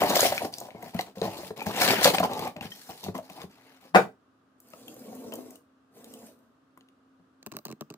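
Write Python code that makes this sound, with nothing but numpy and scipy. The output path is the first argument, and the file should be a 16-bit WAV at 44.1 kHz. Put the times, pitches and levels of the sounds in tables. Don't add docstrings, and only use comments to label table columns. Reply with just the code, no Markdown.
import sys
import numpy as np
from scipy import signal
from scipy.fft import rfft, irfft, next_fast_len
from scipy.io import wavfile
from scipy.ndimage import uniform_filter1d

SR = 44100
rng = np.random.default_rng(int(sys.argv[2]) if len(sys.argv) > 2 else 0)


def store_wav(level_fs):
    pcm = np.round(np.clip(np.atleast_2d(level_fs), -1, 1) * 32767)
    wavfile.write(sys.argv[1], SR, pcm.T.astype(np.int16))


N = 351477

# f/Hz, width/Hz, level/dB
CARD_MODES = [(187, 210, 7), (508, 250, 8.5), (736, 109, 13.5), (1040, 130, 3), (1860, 240, -10)]
# f/Hz, width/Hz, level/dB
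TABLE_MODES = [(105.3, 80, -12.5), (237, 43, 5), (467, 83, 0), (660, 100, -2.5), (747.5, 210, -9),
               (1092, 130, -14.5)]


def amp(db):
    return 10 ** (np.asarray(db) / 20)


def unit(x):
    return x / np.sqrt(np.mean(x ** 2) + 1e-20)


def along(points, hz):
    f, value = np.transpose(points)
    return np.interp(np.log(hz + 1), np.log(f + 1), value)


def gains(rows):
    times, *columns = np.transpose(rows)
    t = np.arange(N) / SR
    return [amp(np.interp(t, times, column, -150, -150)) for column in columns]


def filtered(x, response):
    m = next_fast_len(N + SR // 2)
    return irfft(rfft(x, m) * response(np.fft.rfftfreq(m, 1 / SR)), m)[..., :N]


def coloured(x, spectrum):
    return filtered(x, lambda hz: amp(along(spectrum, hz)))


def through(x, modes):
    def body(f):
        total = 0
        for k, (centre, width, db) in enumerate(modes):
            resonance = 1j * f * width / (centre * centre - f * f + 1j * f * width)
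            total = total + (-1) ** k * amp(db) * resonance
        return total
    return filtered(x, body)


def contacts(per_s, spread_db, smooth, t60):
    happens = rng.random(N) < per_s / SR
    sizes = happens * amp(spread_db * np.clip(rng.standard_normal(N), -2, 2))
    swell = signal.lfilter([1], [1, -amp(-60 / (t60 * SR))], sizes)
    share = np.clip(smooth, 0, 1)
    return (np.sqrt(1 - share) * unit(swell) + np.sqrt(share)) * rng.standard_normal(N)


def bursts(times, levels_db, t60, rise=0.0004):
    out, t = np.zeros(N + SR), np.arange(SR // 10) / SR
    shape = amp(-60 * t / t60) * (1 - np.exp(-t / rise))
    for s, db in zip(times, levels_db):
        puff = shape * rng.standard_normal(len(t))
        out[round(s * SR):][:len(t)] += amp(db) * puff / np.linalg.norm(puff)
    return out[:N]


def rings(times, levels_db, pitches_hz, t60s, rise):
    out, t = np.zeros(N + SR), np.arange(SR // 8) / SR
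    for s, db, hz, t60 in zip(times, levels_db, pitches_hz, t60s):
        shape = amp(db - 60 * t / max(t60, .004)) * (1 - np.exp(-t / rise))
        out[round(s * SR):][:len(t)] += shape * np.sin(2 * np.pi * hz * t)
    return out[:N]


def clacks(per_s, centre_hz, spread, turns, spread_db):
    count, t = 25 * 343, np.arange(400) / SR
    when, pick = rng.random((count, 2)).T
    pitch, size = rng.standard_normal((count, 2)).T
    hz = np.clip(centre_hz * np.exp(spread * pitch), 600, 15000)[:, None]
    sounds = pick < per_s * N / SR / count
    size = sounds * amp(spread_db * np.clip(size, -2, 2))
    grain = size[:, None] * np.exp(-t * hz / turns) * np.sin(2 * np.pi * hz * t)
    at = (when * N).astype(int)[:, None] + np.arange(len(t))
    return unit(np.bincount(at.ravel(), grain.ravel(), N + len(t))[:N])


def patchy(x, depth_db):
    z = signal.stft(x, nperseg=256)[2]
    field = uniform_filter1d(rng.standard_normal(z.shape[1:]), size=5, axis=0)
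    field = uniform_filter1d(field, size=10, axis=1)
    return signal.istft(z * amp(depth_db * unit(field)), nperseg=256)[1][:, :N]


def background():
    # f/Hz, level/dB
    quiet_spectrum = [(15, -57), (25, -28), (100, -6.5), (180, -14), (266, -2), (360, -13), (650, -16),
                      (900, -20), (1220, -13), (2270, -32), (2700, -29), (13600, -47.5), (16500, -60.5)]
    # f/Hz, width/Hz, level/dB
    hum_lines = [(263.8, 1.5, -67.5), (1200, 80, -84), (1560, 80, -86)]
    quiet_db = -58 - 7.5

    common, left, right = rng.standard_normal((3, N))
    bass = lambda hz: 1 / (1 + (hz / 900) ** 2)
    rest = lambda hz: np.sqrt(1 - bass(hz) ** 2)
    air = filtered(common, bass) + filtered(np.array([left, right]), rest)

    (hum_hz, hum_width, hum_db), *whines = hum_lines
    drift = unit(filtered(rng.standard_normal(N), lambda hz: 1 / (1 + (hz / hum_width) ** 2)))
    phase = 2 * np.pi * hum_hz * np.arange(N) / SR + .6 * drift
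    hum = np.sqrt(2) * amp(hum_db + 1.5 * drift) * np.sin(phase)
    whine = sum(amp(db) * unit(through(rng.standard_normal(N), [(hz, width, 0)]))
                for hz, width, db in whines)
    return amp(quiet_db) * unit(coloured(air, quiet_spectrum)) + hum + whine


def slides():
    # start/s, length/s, cardboard rumble/dB, bead rattle/dB,
    # treble relative to the rattle/dB, panel tautness (0-1)
    slide_events = [(0.0, 0.11, -25, -37, 0.5, 0.56), (0.093, 0.052, -29, -33, 0, 0.2),
                    (0.148, 0.022, -27, -29, 3, 0.2), (0.182, 0.082, -26.5, -30.5, 4.5, .1),
                    (0.272, 0.11, -37, -39, 1, 0.01), (0.402, 0.051, -28.5, -50, 6.5, 0),
                    (0.518, 0.14, -44.5, -61.5, 8.5, 0), (0.66, 0.092, -53, -63.5, -3.5, 0.1),
                    (0.753, 0.11, -46.5, -61, -2, 0), (0.819, 0.08, -44, -56, 1.5, 0),
                    (0.933, 0.048, -40, -50, -5.5, 0.4), (0.984, 0.0068, -38.5, -42.5, 3.5, 0.4),
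                    (1.058, 0.028, -50.5, -56.5, -3, 0.5), (1.151, 0.05, -46.5, -61, 5, 0.2),
                    (1.222, 0.05, -27, -44, -2, 0), (1.293, 0.19, -41, -52, 2.5, .3),
                    (1.56, 0.074, -37.5, -50.5, 0, 0.1), (1.656, 0.06, -30, -41.5, -1, 0.4),
                    (1.724, 0.097, -31, -38, -5, 0), (1.756, 0.12, -31.5, -31.5, -4, 0.8),
                    (1.807, 0.045, -23.5, -23.5, -3, 0.1), (1.871, 0.057, -24, -24, -4.5, 0.3),
                    (1.94, 0.13, -29.5, -33, -6, 0.2), (2.005, 0.034, -28.5, -31.5, -4, 0.6),
                    (2.023, 0.023, -22.5, -25.5, -0.5, .6), (2.035, 0.026, -15.5, -18, -0.5, 0.7),
                    (2.092, .02, -31, -39.5, -3, 0.4), (2.134, 0.0072, -23, -29, 0, 0.3),
                    (2.176, 0.006, -27, -35.5, -5.5, 0.4), (2.194, 0.012, -27.5, -43, -4, 0.6),
                    (2.224, 0.024, -23, -38.5, -2.5, 0.6), (2.293, 0.18, -29.5, -46.5, -1.5, 1),
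                    (2.558, 0.0049, -38, -52.5, -13, 0.2), (2.606, 0.051, -43, -47, -3, 0.4),
                    (2.697, 0.21, -57.5, -58.5, 6, 0.2), (2.892, 0.016, -41, -54, 4, 0.9),
                    (2.928, 0.15, -55, -60.5, 5, 0.6), (3.027, 0.034, -43, -54.5, 7, 0.6),
                    (3.141, 0.021, -35, -51.5, 1, .5), (3.224, 0.049, -55.5, -62.5, 1.5, 0.3),
                    (3.29, 0.12, -45, -60, 4, 0.8), (3.396, 0.027, -50, -52, -1.5, 0.7),
                    (3.494, 0.28, -60, -62.5, -4, 0.9), (3.803, 0.074, -54.5, -61, -1, 0.65)]
    attack_s, fade_db_per_s = 0.0072, 431

    power, t = np.zeros((4, N + SR)), np.arange(SR) / SR
    for start, length, rumble_db, rattle_db, treble_db, taut in slide_events:
        shape = np.clip(t / attack_s, 0, 1) * amp(-fade_db_per_s * np.clip(t - length, 0, 1))
        taut = np.clip(taut, 0, 1)
        levels = amp([rumble_db, rumble_db, rattle_db, rattle_db + treble_db])
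        shares = np.array([1 - taut, taut, 1, 1]) * levels ** 2
        power[:, round(start * SR):][:, :SR] += shares[:, None] * shape ** 2
    return np.sqrt(power[:, :N])


def pour():
    # f/Hz, level/dB
    rattle_spectrum = [(760, -24.5), (1300, -5.5), (2000, -3.5), (3500, -4.5), (4300, -2), (7000, -10),
                       (10000, -10), (14000, -12.5), (15500, -6.5), (15900, -40)]
    taut_rise = 1.13
    treble_hz = 3680
    clack_db = -1.5 - 6.0

    slack, taut, rattle, treble = slides()
    strokes = contacts(220, spread_db=-2.0, smooth=0.035, t60=0.072)
    taut_modes = np.multiply(CARD_MODES, [taut_rise, 1, 1])
    drum = slack * unit(through(strokes, CARD_MODES)) + taut * unit(through(strokes, taut_modes))

    knock = clacks(300, centre_hz=2090, spread=0.27, turns=4.9, spread_db=3.5)
    hard = clacks(600, centre_hz=5470, spread=0.36, turns=2.1, spread_db=0.0)
    chink = clacks(90, centre_hz=5200, spread=0.39, turns=11, spread_db=3)

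    ends = np.array([contacts(380, spread_db=4, smooth=.25, t60=.012) for _ in range(2)])
    ends = unit(coloured(patchy(ends, depth_db=2.5), rattle_spectrum))
    high = filtered(ends, lambda hz: 1 / (1 + (treble_hz / (hz + 1)) ** 6))

    body = amp(-5.0) * drum + amp(clack_db) * rattle * knock
    body = body + treble * (amp(-12.5) * hard + amp(-16.0) * chink)
    return body, amp(-2.0) * (rattle * (ends - high) + treble * high)


def thumps():
    # t/s, level/dB, depth relative to the level/dB, f/Hz
    thump_events = [(0.0185, -6.5, -41.5, 680), (0.03, -12, -14.5, 745), (0.046, -18, -23, 690),
                    (0.101, -14, -20, 654), (0.13, -18, -36, 650), (0.165, -6, -31.5, 715),
                    (0.192, -11.5, -31.5, 668), (0.229, -11.5, -28, 535), (0.251, -9.5, -30, 693),
                    (0.3211, -13, -37, 620), (0.419, -18, -41, 687), (0.449, -19.5, -25, 350),
                    (0.578, -46, 0, 704), (0.612, -31, -35, 690), (0.65, -34, -13, 630),
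                    (0.685, -32, -24, 620), (0.747, -34, 0.5, 416), (0.83, -31, -8, 710),
                    (0.86, -34, -5, 720), (0.948, -26, 8, 666), (0.993, -17.5, -20.5, 756),
                    (1.171, -31.5, -1, 520), (1.2165, -14.5, -10.5, 430), (1.251, -22, -14, 543),
                    (1.279, -27, -3, 720), (1.388, -27, -27, 366), (1.432, -29.5, -9, 587),
                    (1.506, -22.5, -10, 427), (1.616, -23, -26, 847), (1.667, -19, -0.5, 800),
                    (1.69, -27, -9.5, 414), (1.82, -18.5, -29, 936), (1.859, -14.5, -19.5, 650),
                    (1.901, -14.5, -21, 976), (1.933, -13.5, -26, 436), (2.015, -14, -22.5, 643),
                    (2.055, -1.5, -27.5, 556), (2.073, -8, -16.5, 580), (2.102, -17.5, -35.5, 475),
                    (2.1451, -12.5, -34, 782), (2.182, -18.5, -35, 620), (2.202, -9, -10.5, 720),
                    (2.23, -13.5, -10, 1016), (2.246, -16, -22, 773), (2.294, -22.5, -22, 834),
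                    (2.366, -28, -20, 820), (2.393, -27.5, -3, 477), (2.471, -21, -12, 798),
                    (2.564, -35, 3.5, 455), (2.61, -41.5, 13, 557), (2.651, -35, 7, 396),
                    (2.891, -32.5, -4, 766), (3.043, -39.5, 5, 393), (3.064, -29, -1, 780),
                    (3.084, -19.5, -2, 404), (3.151, -27, -1, 1035), (3.186, -24.5, -14, 643),
                    (3.301, -36.5, -6, 725), (3.385, -37, -22, 820), (3.418, -35, -27, 1108),
                    (3.439, -31, -1, 400), (4.736, -34, -12, 635), (5.128, -35, -20, 480),
                    (5.3228, -28.5, -25, 640), (5.338, -26.5, -25, 608), (5.36, -34, -24, 484),
                    (5.385, -33.5, -26, 490), (5.967, -43, -33, 450), (6.775, -50, -4.5, 364),
                    (6.81, -55.5, -9.5, 477), (7.197, -53, 2.5, 300)]
    ring_t60, puff_t60, click_db = 0.034, .03, 4

    s, db, depth_db, hz = np.transpose(thump_events)
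    each = np.ones(len(s))
    panel = rings(s, db, hz, ring_t60 * each, rise=0.0013)
    panel += through(bursts(s, db + 18.0, t60=puff_t60), CARD_MODES[1:])
    panel += rings(s, db - 8.5, np.minimum(1.4 * hz, 1250), .018 * each, rise=0.00056)
    depth = rings(s, db + depth_db + 3, CARD_MODES[0][0] * each, .06 * each, rise=.003)
    depth += rings(s, db + depth_db - 6.0, TABLE_MODES[0][0] * each, .09 * each, rise=0.0054)
    click = through(bursts(s, db + click_db, t60=0.018), [(2234, 1100, 0.19), (4470, 830, -2)])
    return panel + depth + click


def clicks():
    # t/s, level/dB, f/Hz, bright edge relative to the level/dB
    click_events = [(0.036, -19, 2050, -2), (0.0987, -17.5, 6470, -6), (0.154, -21.5, 4600, -12),
                    (0.1714, -13, 5040, -14), (0.2067, -6, 6670, -21), (0.249, -31, 2180, 5),
                    (0.379, -17.5, 2270, -25.5), (0.539, -21, 4770, -35), (0.584, -25, 5930, -20),
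                    (0.602, -30.5, 7000, 3), (0.706, -39, 2180, -22), (0.826, -36.5, 2040, 4.5),
                    (0.945, -37, 2090, 3), (0.9914, -17, 2040, -19), (1.0103, -22.5, 4100, -2),
                    (1.1144, -67, 3950, -23), (1.1567, -49, 1950, -4), (1.2157, -22, 3900, -37),
                    (1.577, -34, 5460, -8), (1.596, -32, 2570, -15), (1.606, -25, 2380, -15),
                    (1.612, -47, 3100, -15), (1.625, -37.5, 2460, 7), (1.666, -25.5, 1690, -4.5),
                    (1.815, -35, 1890, -25), (1.8582, -24, 2060, -24.5), (1.898, -14.5, 2270, -18),
                    (2.0305, -15, 1650, -30), (2.045, -3, 3560, -24), (2.102, -15, 2500, -4),
                    (2.1472, -14, 3164, -20), (2.184, -11.5, 2530, -30), (2.1985, -33.5, 2150, 14),
                    (2.293, -51, 1780, -17), (2.24, -22, 3026, -10), (2.255, -27, 3000, -1),
                    (2.334, -27, 3670, -4), (2.393, -30, 3270, 3.5), (2.476, -32, 2400, 2),
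                    (2.5648, -31.5, 2560, -10.5), (2.61, -25.5, 2660, -16), (2.717, -36.5, 3100, -23),
                    (3.04, -25.5, 3720, -3.5), (2.905, -42.5, 2470, -8), (3.153, -34, 2000, -4.5),
                    (3.179, -39, 2780, 5.5), (3.299, -36.5, 2620, -1), (3.402, -38, 2290, -22),
                    (3.417, -31, 3540, -17), (4.6024, -43, 13750, -0.5), (4.686, -46, 12600, -18),
                    (4.703, -43.5, 11940, -11.5), (4.735, -39.5, 2700, -10), (4.881, -41.5, 3200, 8),
                    (4.9423, -39, 12640, -10), (4.9935, -40, 13900, -13), (5.151, -37, 14100, -4),
                    (5.322, -34, 2670, -4), (5.337, -42.5, 14000, 17.5), (5.355, -47, 12700, 18),
                    (5.5063, -43, 14000, 8), (5.5565, -36, 8940, -14.5), (6.044, -36, 8300, -15),
                    (6.044, -46, 3800, -20), (6.138, -31, 8160, -20), (6.39, -58.5, 9010, -10),
                    (6.775, -42.5, 1053, -6), (6.809, -47, 2900, -25), (6.887, -52, 2800, -12.5)]
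    # t/s, level/dB, f/Hz, t60/s
    clink_events = [(0.38, -30, 2550, 0.045), (0.76, -53, 2177, .15), (1.617, -29.5, 2430, 0.058),
                    (1.815, -21, 5250, 0.047), (2.146, -34, 5100, 0.027), (2.168, -24, 8490, 0.022),
                    (2.235, -32, 1330, 0.033), (2.666, -40, 3030, 0.042), (2.719, -31.5, 3160, 0.033),
                    (2.72, -41, 1882, 0.046), (4.735, -43, 1280, 0.044), (4.881, -38, 3260, 0.02),
                    (4.883, -42, 2730, 0.035), (5.329, -34.5, 3077, 0.03), (5.558, -48.5, 2886, 0.022),
                    (6.14, -40, 3020, 0.016), (6.777, -54.5, 9300, .025), (6.887, -60, 9400, .015),
                    (6.262, -47, 8330, .03)]

    s, db, hz, bright_db = np.transpose(click_events)
    cracks, t = np.zeros(N + SR), np.arange(SR // 25) / SR
    for at, level_db, centre_hz in zip(s, db, hz):
        limits = [centre_hz / 1.9, min(centre_hz * 1.9, 15600)]
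        band = signal.butter(2, limits, "band", fs=SR)
        noise = unit(signal.lfilter(*band, rng.standard_normal(len(t))))
        cracks[round(at * SR):][:len(t)] += noise * amp(level_db - 9 - 60 * t / 0.015)
    edge_spectrum = [(2500, -25.0), (6000, 2.5), (15500, 6.0), (15900, -29.5)]  # f/Hz, level/dB
    edge = coloured(bursts(s, db + bright_db + 8.5, t60=0.02), edge_spectrum)
    metal = rings(*np.transpose(clink_events), rise=.0006)
    brief = rings(s, db - 2, hz, 0.0047 + 20 / hz, rise=0.000075)
    return cracks[:N] + edge + metal + brief


def drop():
    # t/s, level/dB
    blows = [(3.941, -38), (3.9466, -11), (3.9525, -10), (3.958, -7), (3.971, -23.5)]
    # f/Hz, level/dB, t60/s
    box_modes = [(132, -17.5, .1), (170, -14.5, 0.067), (249.4, -30, 0.14), (329.6, -28, 0.11),
                 (400.2, -19.5, .16), (460, -8.5, 0.14), (515, -15.5, 0.086), (626, -12.5, 0.14),
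                 (733, -26.5, 0.044), (810, -19, 0.11), (949.4, -18.5, 0.054), (1060, -20.5, 0.056),
                 (1226, -16, 0.056), (1654, -24.5, 0.067), (1991, -27.5, 0.042), (2340, -35.5, 0.054)]
    # f/Hz, level/dB
    slap_spectrum = [(24, -56.5), (40, -28.5), (100, -17.5), (170, -6.5), (244, -11), (360, -8.5),
                     (627, -3), (1200, -9), (1610, -13.5), (2300, -17), (3200, -27), (5000, -34),
                     (15000, -46)]
    scatter_db = 1.5
    longest_t60 = .16

    hz, level_db, t60 = np.transpose(box_modes)
    out, t = np.zeros(N + SR), np.arange(SR // 2)[:, None] / SR
    for s, db in blows:
        mode_db = level_db + scatter_db * rng.standard_normal(len(hz))
        decay = amp(mode_db - 60 * t / np.minimum(t60, longest_t60))
        modes = decay * np.sin(2 * np.pi * hz * t) * (1 - np.exp(-t / 0.0033))
        out[round(s * SR):][:len(t)] += amp(db + 1.0) * np.sum(modes, axis=1)
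    s, db = np.transpose(blows)
    return out[:N] + coloured(bursts(s, db + 40.5, t60=0.03, rise=0.0013), slap_spectrum)


def sweeps():
    # t/s, table rumble/dB, bead rustle/dB
    sweep_fades = [
        [(4.58, -79.5, -91), (4.61, -80, -78.5), (4.72, -64, -68), (4.89, -55.5, -66), (5.12, -53, -65),
         (5.39, -49, -65), (5.44, -53, -69.5), (5.555, -63.5, -68.5), (5.66, -86, -120)],
        [(5.91, -77.5, -90), (5.966, -61.5, -68.5), (6.14, -57.5, -66.5), (6.27, -59.5, -65.5),
         (6.34, -69.5, -81), (6.47, -73, -93), (6.56, -88, -100)],
    ]
    # f/Hz, level/dB
    rustle_spectrum = [(760, -31.5), (1300, -3.5), (2200, -3.5), (3100, -3.5), (4000, -2), (7700, -1.5),
                       (11000, -5), (14300, 0.5), (15500, -1), (15900, -38)]

    lumps = contacts(250, spread_db=1, smooth=0.65, t60=0.04)
    wood = unit(through(patchy(lumps[None], depth_db=0.7)[0], TABLE_MODES))
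    rubs = contacts(440, spread_db=2, smooth=0.48, t60=0.014)
    beads = unit(coloured(patchy(rubs[None], depth_db=2.6)[0], rustle_spectrum))
    beads = beads + amp(-12.5) * clacks(250, centre_hz=2000, spread=.35, turns=6, spread_db=6.5)
    return sum(amp(5.0) * low * wood + amp(5.5) * high * beads for low, high in map(gains, sweep_fades))


def slips():
    # t/s, level/dB, body/dB
    tick_events = [(7.4262, -38, -50.5), (7.4613, -29, -30), (7.4675, -36, -34), (7.5155, -33.5, -33.5),
                   (7.5205, -33.5, -33), (7.5356, -43, -33.5), (7.542, -51, -34), (7.5495, -45, -36),
                   (7.5563, -46.5, -38), (7.5653, -27.5, -26), (7.5858, -36, -31), (7.651, -28.5, -27.5),
                   (7.6564, -39.5, -30.5), (7.661, -44, -44), (7.6663, -35.5, -42), (7.6804, -36.5, -33.5),
                   (7.689, -42, -34.5), (7.6998, -40, -31), (7.7119, -36, -35), (7.7225, -35, -30.5),
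                   (7.8073, -30, -24), (7.818, -44.5, -30), (7.9004, -34, -31.5), (7.9074, -44, -35.5),
                   (7.921, -49, -42.5), (7.938, -37.5, -31.5)]
    # f/Hz, level/dB
    snap_spectrum = [(900, -2), (1500, -6), (2250, -8), (2700, 1.5), (3480, -12), (3950, 2.5), (4500, 1),
                     (5400, -1.5), (5800, -3), (6350, 7), (7000, 0.5), (8000, 6.5), (10000, -6), (14200, 9),
                     (15500, 15), (16600, -16.5)]
    # f/Hz, width/Hz, level/dB
    joint_modes = [(595, 70, 1.5), (1160, 170, 0)]
    # f/Hz, width/Hz, level/dB
    frame_modes = [(98.2, 46.3, -10.5), (149.6, 38.6, -2), (213.5, 27, 2), (308, 52, -2.5), (419, 66, -4.5)]
    tick_bright_db, brighter_per_db = -10.5, 1

    s, db, body_db = np.transpose(tick_events)
    bright_db = tick_bright_db + brighter_per_db * (db + 30)
    s = s + 0.0022
    edge = lambda hz: 1 / (1 + (6500 / (hz + 1)) ** 6)
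    dull = filtered(bursts(s, db + 18.5, t60=0.01, rise=.0001), lambda hz: 1 - edge(hz))
    bright = filtered(bursts(s, db + bright_db + 19.5, t60=0.005, rise=.0001), edge)
    snap = patchy(coloured(dull + bright, snap_spectrum)[None], depth_db=2)[0]
    joint = through(bursts(s + 0.00064, body_db + 23.5, t60=0.017), joint_modes)
    push_sizes = amp(body_db + 37) * rng.choice([-1, 1], len(s))
    pushes = np.bincount(((s + 0.0022) * SR).astype(int), push_sizes, N)
    return snap + joint + through(pushes, frame_modes)


def creak():
    apart = np.clip(0.49, 0, 1)
    return np.sqrt(1 - apart ** 2) * slips() + apart * np.array([slips(), slips()])


def placed(x, lag_ms, pan_db, shade=0):
    # f/Hz, level/dB
    housing = [(100, 11.5), (300, 10.5), (700, 10), (1300, 10.5), (2400, 11.5), (4400, 5.5), (8000, 0.5),
               (14000, -1)]
    side = np.array([[.5], [-.5]])
    tilt = lambda hz: amp(side * (pan_db + shade * along(housing, hz)))
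    return filtered(x, lambda hz: tilt(hz) * np.exp(-2j * np.pi * hz * side * lag_ms / 1000))


def room(x, block=SR // 4):
    # f/Hz, t60/s
    room_decay = [(100, .3), (500, 0.19), (3000, 0.18), (12000, 0.23)]
    out = np.zeros((2, N + SR))
    for start in range(0, N, block):
        hz, t, z = signal.stft(rng.standard_normal((2, SR // 3)), SR, nperseg=256)
        shared = np.clip(1 - hz / 1500, 0, 1)[:, None]
        z[1] = shared * z[0] + np.sqrt(1 - shared ** 2) * z[1]
        decay = amp(-60 * t / along(room_decay, hz)[:, None])
        tail = signal.istft(z * decay, SR, nperseg=256)[1]
        tail = tail / np.linalg.norm(tail[0])
        wet = signal.fftconvolve(x[None, start:start + block], tail, axes=1)
        out[:, start + 130:][:, :wet.shape[1]] += wet
    return out[:, :N]


def scene():
    body, (far_end, near_end) = pour()
    box, fall, beads, pile, near = body + thumps(), drop(), clicks(), sweeps(), creak()

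    direct = placed(box + far_end, -0.15, pan_db=-5.0, shade=0.71)
    direct += placed(near_end, -0.081, pan_db=2.0, shade=0.94)
    direct += placed(fall, -.22, pan_db=0, shade=.5)
    direct += placed(beads, -.15, pan_db=1.5, shade=.5)
    direct += placed(pile, -0.1, pan_db=0.5)
    direct += placed(near, 0.094, pan_db=-0.24, shade=-.1)

    sent = amp(-6) * (box + far_end + near_end) + amp(0.0) * fall + amp(-9) * beads
    sent += amp(-0.5) * pile + amp(-21) * near[0]
    return direct + room(sent) + background()


def record(dry):
    full_scale, top_hz = .97, 16700
    thin = filtered(dry, lambda hz: (1j * hz / (60 + 1j * hz)) ** 3)
    rounded = thin / (1 + np.abs(thin / full_scale) ** 4) ** (1 / 4)
    return filtered(rounded, lambda hz: hz < top_hz)


dry = scene()
out = record(dry)
store_wav(out)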